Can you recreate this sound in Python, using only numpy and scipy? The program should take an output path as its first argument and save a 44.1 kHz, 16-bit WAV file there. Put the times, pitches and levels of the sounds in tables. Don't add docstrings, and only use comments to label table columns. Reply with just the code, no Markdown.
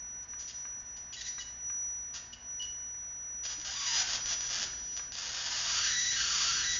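import sys
import numpy as np
from scipy import signal
from scipy.fft import rfft, irfft, next_fast_len
from scipy.io import wavfile
from scipy.ndimage import uniform_filter1d, map_coordinates

SR = 44100
rng = np.random.default_rng(int(sys.argv[2]) if len(sys.argv) > 2 else 0)


def persist_wave(psi):
    counts = np.round(np.clip(psi, -1, 1) * 32767).astype(np.int16)
    wavfile.write(sys.argv[1], SR, np.atleast_2d(counts).T)


N = 299557

DRIVE_HZ = 5875
SCATTER_RATE = 1000

# (time [s], spark rate [1/s])
GAP_RATE = [(3.44, 500), (3.65, 650), (3.79, 1170), (3.93, 940), (4.02, 720), (4.08, 480), (4.31, 600),
            (4.42, 330), (5.15, 380), (5.35, 650), (5.62, 850), (5.83, 1480), (5.94, 1950), (6.11, 1920),
            (6.19, 1490), (6.41, 1120), (6.57, 1520), (6.68, 1950)]
# (start [s], relative level [dB], length [s], spark rate [1/s],
# interval scatter [0-1], change of the whine [dB])
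SPITS = [(.389, -51, .046, 4000, 0.65, -1), (.476, -46.5, 0.04, 7100, 0.5, -15.5),
         (0.965, -52, 0.013, 3300, 0.24, 2), (1.126, -42.5, 0.024, 2600, 0.11, -9.5),
         (1.165, -43.5, 0.048, 1840, 0.08, -10), (1.21, -36.5, 0.01, 1720, .08, -2),
         (1.251, -41.5, 0.037, 1958, .11, 6.5), (1.385, -39.5, 0.012, 1800, .03, -2),
         (1.401, -43.5, .022, 2937, .1, -7), (2.328, -43.5, 0.011, 2400, 0.03, -8),
         (2.597, -41, .055, 2370, 0, 1), (2.621, -46.5, 0.0092, 1500, 0.4, -2),
         (4.698, -56.5, .26, 1360, .5, 2), (5.121, -45, .03, 500, 0.5, -3)]
# (start [s], length [s], relative hot level [dB], warm-up [s],
# interval scatter at SCATTER_RATE [0-1])
BURNS = [(2.136, .045, -45.5, .006, .21), (3.436, .036, -40.5, 0.017, 0.17), (3.485, 0.049, -46, .008, 0.2),
         (3.646, 0.38, -33, 0.3, .1), (4.05, .115, -36.5, .05, .17), (4.257, .085, -36.5, .04, .2),
         (4.405, .24, -38, 0.12, 0.17), (5.15, 1.614, -34, 0.59, .21)]


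def amp(db):
    return 10 ** (np.asarray(db) / 20)


def unit(x):
    return x / np.sqrt(np.mean(x ** 2) + 1e-20)


def along(points, hz):
    f, v = np.transpose(points)
    return np.interp(np.log(hz + 1), np.log(f + 1), v)


def curves(rows):
    s, *columns = np.transpose(rows)
    return [np.interp(np.arange(N) / SR, s, column) for column in columns]


def wobble(rate):
    knots = rng.standard_normal(int(N * rate / SR) + 4)
    return map_coordinates(knots, [np.arange(N) * rate / SR])


def tone(hz):
    cycles = np.cumsum(hz * np.ones(N)) / SR + rng.random()
    return np.sqrt(2) * np.sin(2 * np.pi * cycles)


def filtered(x, response):
    size = next_fast_len(N + SR // 2)
    spectrum = rfft(x, size) * response(np.fft.rfftfreq(size, 1 / SR))
    return irfft(spectrum, size)[..., :N]


def shaped_noise(spectrum):
    return unit(filtered(rng.standard_normal(N), lambda hz: amp(along(spectrum, hz))))


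def pulse(spectrum, size=2048):
    gain = amp(along(spectrum, np.fft.rfftfreq(size, 1 / SR)))
    cepstrum = irfft(np.log(gain + 1e-6))
    cepstrum[1:size // 2] *= 2
    cepstrum[size // 2 + 1:] = 0
    shape = irfft(np.exp(rfft(cepstrum)))
    return shape / np.linalg.norm(shape)


def impulses(times, sizes, order=8):
    at = np.asarray(times)[:, None] * SR
    taps = at.astype(int) + np.arange(1 - order, order + 1)
    offset = taps - at
    weight = np.sinc(offset) * np.cos(np.pi * offset / (2 * order)) ** 2
    return np.bincount(np.clip(taps, 0, N).ravel(), (weight * sizes[:, None]).ravel(), N + 1)[:N]


def heat(start, length, hot_db, warm_s, cold_db=-8.5, warm_curve=2.2):
    age = np.arange(N) / SR - start
    warmth = np.clip(age / warm_s, 0, 1) ** warm_curve
    return amp(hot_db + cold_db * (1 - warmth)) * (age >= 0) * (age < length)


def load():
    current = sum(heat(start, length, hot_db, warm_s) for start, length, hot_db, warm_s, _ in BURNS)
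    return uniform_filter1d(current / current.max(), SR // 20)


def fan(fan_db=-59):
    # (frequency [Hz], relative level [dB])
    air_spectrum = [(10, -14.5), (25, -5.5), (60, 2), (110, -10), (200, -10.5), (420, -15), (700, -13),
                    (1000, -12.5), (1300, -14.5), (1800, -10.5), (2600, -18.5), (4000, -24), (5500, -24.5),
                    (7000, -42)]
    # (mean frequency [Hz], mean level [dB])
    lines = [(240, -74), (680, -78), (985, -72.5), (1513, -72), (1814, -72)]
    air = amp(fan_db) * shaped_noise(air_spectrum)
    for hz, db in lines:
        pitch = hz * (1 + 0.003034 * wobble(12))
        air = air + amp(db + 0.75 * wobble(6.9)) * tone(pitch)
    return air


def mains_hum(current, mains_hz=60):
    # (multiple of the mains frequency, idle level [dB], rise under full load [dB])
    harmonics = [(1, -65.5, 4.5), (2, -70, 8), (3, -85, 4)]
    return sum(amp(db + rise_db * current) * tone(k * mains_hz) for k, db, rise_db in harmonics)


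def creak():
    # (time [s], frequency [Hz], level [dB])
    glide = [(3.55, 265, -77), (3.59, 307, -56), (3.625, 340, -79)]
    hz, db = curves(glide)
    t = np.arange(N) / SR
    return amp(db) * tone(hz) * (t > glide[0][0]) * (t < glide[-1][0])


def ticks(tick_db=-6, crack=3, crack_t60=.02):
    # (time [s], relative level [dB])
    strikes = [(0.3357, -39.5), (0.6534, -39), (1.3822, -36.5), (1.6993, -38.5), (4.9958, -34.5)]
    # (frequency [Hz], relative level [dB], 60 dB decay time [s])
    modes = [(1237, 1, 0.021), (1604, -3.5, 0.075), (1880, -20.5, 0.091), (2210, -5, 0.007),
             (2360, -12, 0.019)]
    t = np.arange(SR // 10) / SR
    ring = sum(amp(db - 60 * t / t60) * np.sin(2 * np.pi * hz * t) for hz, db, t60 in modes)
    b, a = signal.butter(3, [950, 2900], 'band', fs=SR)
    grit = signal.lfilter(b, a, rng.standard_normal(len(t)))
    one_tick = ring + crack * amp(-60 * t / crack_t60) * grit
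    s, db = np.transpose(strikes)
    return signal.fftconvolve(impulses(s, amp(db + tick_db)), one_tick)[:N]


def flame(current, flame_db=-51, lag_s=0.39, growth=1.16):
    # (frequency [Hz], relative level [dB])
    flutter_spectrum = [(15, -11.5), (35, 2.5), (120, -4), (240, -7), (380, -10), (900, -20), (3000, -72)]
    rate, = curves(GAP_RATE)
    power = current ** 2 * (SCATTER_RATE / rate) ** growth
    cooling = 1 / (lag_s * SR)
    hot_air = signal.lfilter([cooling], [1, cooling - 1], power)
    return amp(flame_db) * hot_air * shaped_noise(flutter_spectrum)


def whine(current, whine_db=4.5, load_db=-0.5, flutter_db=3.0, waver_hz=9, stutter_hz=350,
          shift_delay_s=0.043, shift_width_s=0.02):
    # (time [s], relative level [dB])
    whine_level = [(0.0, -48), (0.69, -45.8), (1.1, -51.5), (1.38, -46), (1.58, -50.5), (1.67, -41.4),
                   (1.84, -40.5), (2.12, -47.7), (2.39, -59.5), (2.5, -44.7), (3.17, -47), (3.48, -44),
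                   (3.69, -49.0), (4.01, -40.5), (4.06, -49), (4.2, -49), (4.22, -42), (4.47, -41),
                   (4.55, -49.5), (4.99, -43), (5.12, -51), (5.44, -55.5), (5.89, -39.8), (6.27, -45.5),
                   (6.79, -40)]
    # (start [s], decay [s], depth, change of the whine [dB])
    stutters = [(0.225, 0.1, 0.38, -14), (.39, 0.21, 0.42, -0.5), (0.794, .15, 0.21, -7.5)]
    db, = curves(whine_level)
    t = np.arange(N) / SR
    shift_db = np.zeros(N)
    for s, *_, change_db in [*SPITS, *stutters]:
        shift_db += change_db * np.exp(-((t - s - shift_delay_s) / shift_width_s) ** 2)
    shake_db = current * (load_db + flutter_db * wobble(60))
    pitch = DRIVE_HZ + waver_hz * current * wobble(70)
    song = amp(db + whine_db + shift_db + shake_db) * tone(pitch)
    unrest = sum(depth * (t > s) * np.exp(-np.abs(t - s) / decay) for s, decay, depth, _ in stutters)
    jitter = unit(filtered(rng.standard_normal(N), lambda hz: 1 / (1 + (hz / stutter_hz) ** 2)))
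    return song * (1 + unrest * jitter)


def breakdowns(start, end, rate, scatter, slip=0.44, size_db=6):
    cycles = np.arange(round(start * DRIVE_HZ), round(end * DRIVE_HZ))
    wait_chance, slip_chance, size_chance = rng.standard_normal((3, len(cycles)))
    here = np.minimum(cycles * SR // DRIVE_HZ, N - 1)
    rate, scatter = np.broadcast_to(rate, N)[here], np.broadcast_to(scatter, N)[here]
    wait = DRIVE_HZ / rate * np.exp(scatter * wait_chance - scatter ** 2 / 2)
    wait = np.maximum(np.rint(wait), 1).astype(int)
    fired = [0]
    while fired[-1] + wait[fired[-1]] < len(cycles):
        fired.append(fired[-1] + wait[fired[-1]])
    times = (cycles + slip * np.sqrt(scatter) * slip_chance) / DRIVE_HZ
    sizes = amp(size_db * np.minimum(scatter, .35) * size_chance) * np.sqrt(SR / rate)
    return times[fired], sizes[fired]


def spitting(thin_hz=1900):
    train = np.zeros(N)
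    for s, db, length, rate, scatter, _ in SPITS:
        times, sizes = breakdowns(s, s + length, rate, scatter)
        train += impulses(times, sizes * amp(db))
    return signal.sosfilt(signal.butter(2, thin_hz, 'high', fs=SR, output='sos'), train)


def burning(wander=.04, flicker_db=1.18, scatter_fall=1.6, scatter_max=.7):
    rate, = curves(GAP_RATE)
    unevenness = (SCATTER_RATE / rate) ** scatter_fall
    rate = rate * np.exp(wander * wobble(80))
    train = np.zeros(N)
    for start, length, hot_db, warm_s, scatter in BURNS:
        local_scatter = np.minimum(scatter * unevenness, scatter_max)
        times, sizes = breakdowns(start, start + length, rate, local_scatter)
        train += impulses(times, sizes) * heat(start, length, hot_db, warm_s)
    return train * amp(flicker_db * wobble(70))


def arc(arc_db=3.0, spit_db=2.0, snap_db=3.0, notch=.75, notch_width_hz=35,
        ring=0.58, ring_hz=3920, ring_width_hz=110):
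    # (time [s], relative strength [dB])
    snaps = [(3.4378, -22), (3.5018, -19.5), (3.5994, -21), (3.615, -19), (4.259, -13.5), (4.408, -14),
             (4.9668, -17.5), (4.9752, -15), (5.1214, -19.5), (5.153, -20)]
    # (frequency [Hz], relative level [dB])
    crack_spectrum = [(150, -47), (250, -27), (724, -14.5), (788, -18.5), (989, -12.5), (1140, -16.5),
                      (1560, -7.5), (2000, -11.5), (2550, -13), (3200, -6), (4080, -11.5), (4700, -2.5),
                      (5570, -3.5), (6070, -5), (6990, -5), (7400, -37.5), (9620, -40.5), (16300, -120)]
    s, db = np.transpose(snaps)
    train = amp(arc_db) * burning() + amp(spit_db) * spitting() + impulses(s, amp(db + snap_db))
    cracks = signal.fftconvolve(train, pulse(crack_spectrum))[:N]

    def coloration(hz):
        resonance = 1 + ring / (1 + 2j * (hz - ring_hz) / ring_width_hz)
        hollow = 1 - notch * np.exp(-((hz - DRIVE_HZ) / notch_width_hz) ** 2)
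        return resonance * hollow

    return filtered(cracks, coloration)


def room(x, wet_db=-2, early_db=-5, early_t60=0.061):
    # (frequency [Hz], 60 dB decay time [s])
    decay = [(200, 0.55), (1500, 0.78), (3500, 0.5), (7000, 0.46)]
    hz, t, bands = signal.stft(rng.standard_normal(SR // 2), SR, nperseg=256)
    fading = bands * amp(-60 * t / along(decay, hz)[:, None])
    tail = signal.istft(fading, SR, nperseg=256)[1]
    t = np.arange(len(tail)) / SR
    tail = tail * (1 - np.exp(-t / 0.0047))
    early = rng.standard_normal(len(t)) * amp(-60 * t / early_t60) * (t > .001)
    response = amp(wet_db) * tail / np.linalg.norm(tail) + amp(early_db) * early / np.linalg.norm(early)
    response[0] += 1
    return signal.fftconvolve(x, response / np.linalg.norm(response))[:N]


def scene():
    current = load()
    background = fan() + mains_hum(current) + creak() + room(ticks(), wet_db=-7.5, early_db=-8.5)
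    mono = background + flame(current) + whine(current) + room(arc())
    return np.array([mono, mono])


def record(dry, top_hz=7430):
    return filtered(dry, lambda hz: np.clip((top_hz + 150 - hz) / 300, 0, 1) ** 2)


dry = scene()
out = record(dry)
persist_wave(out)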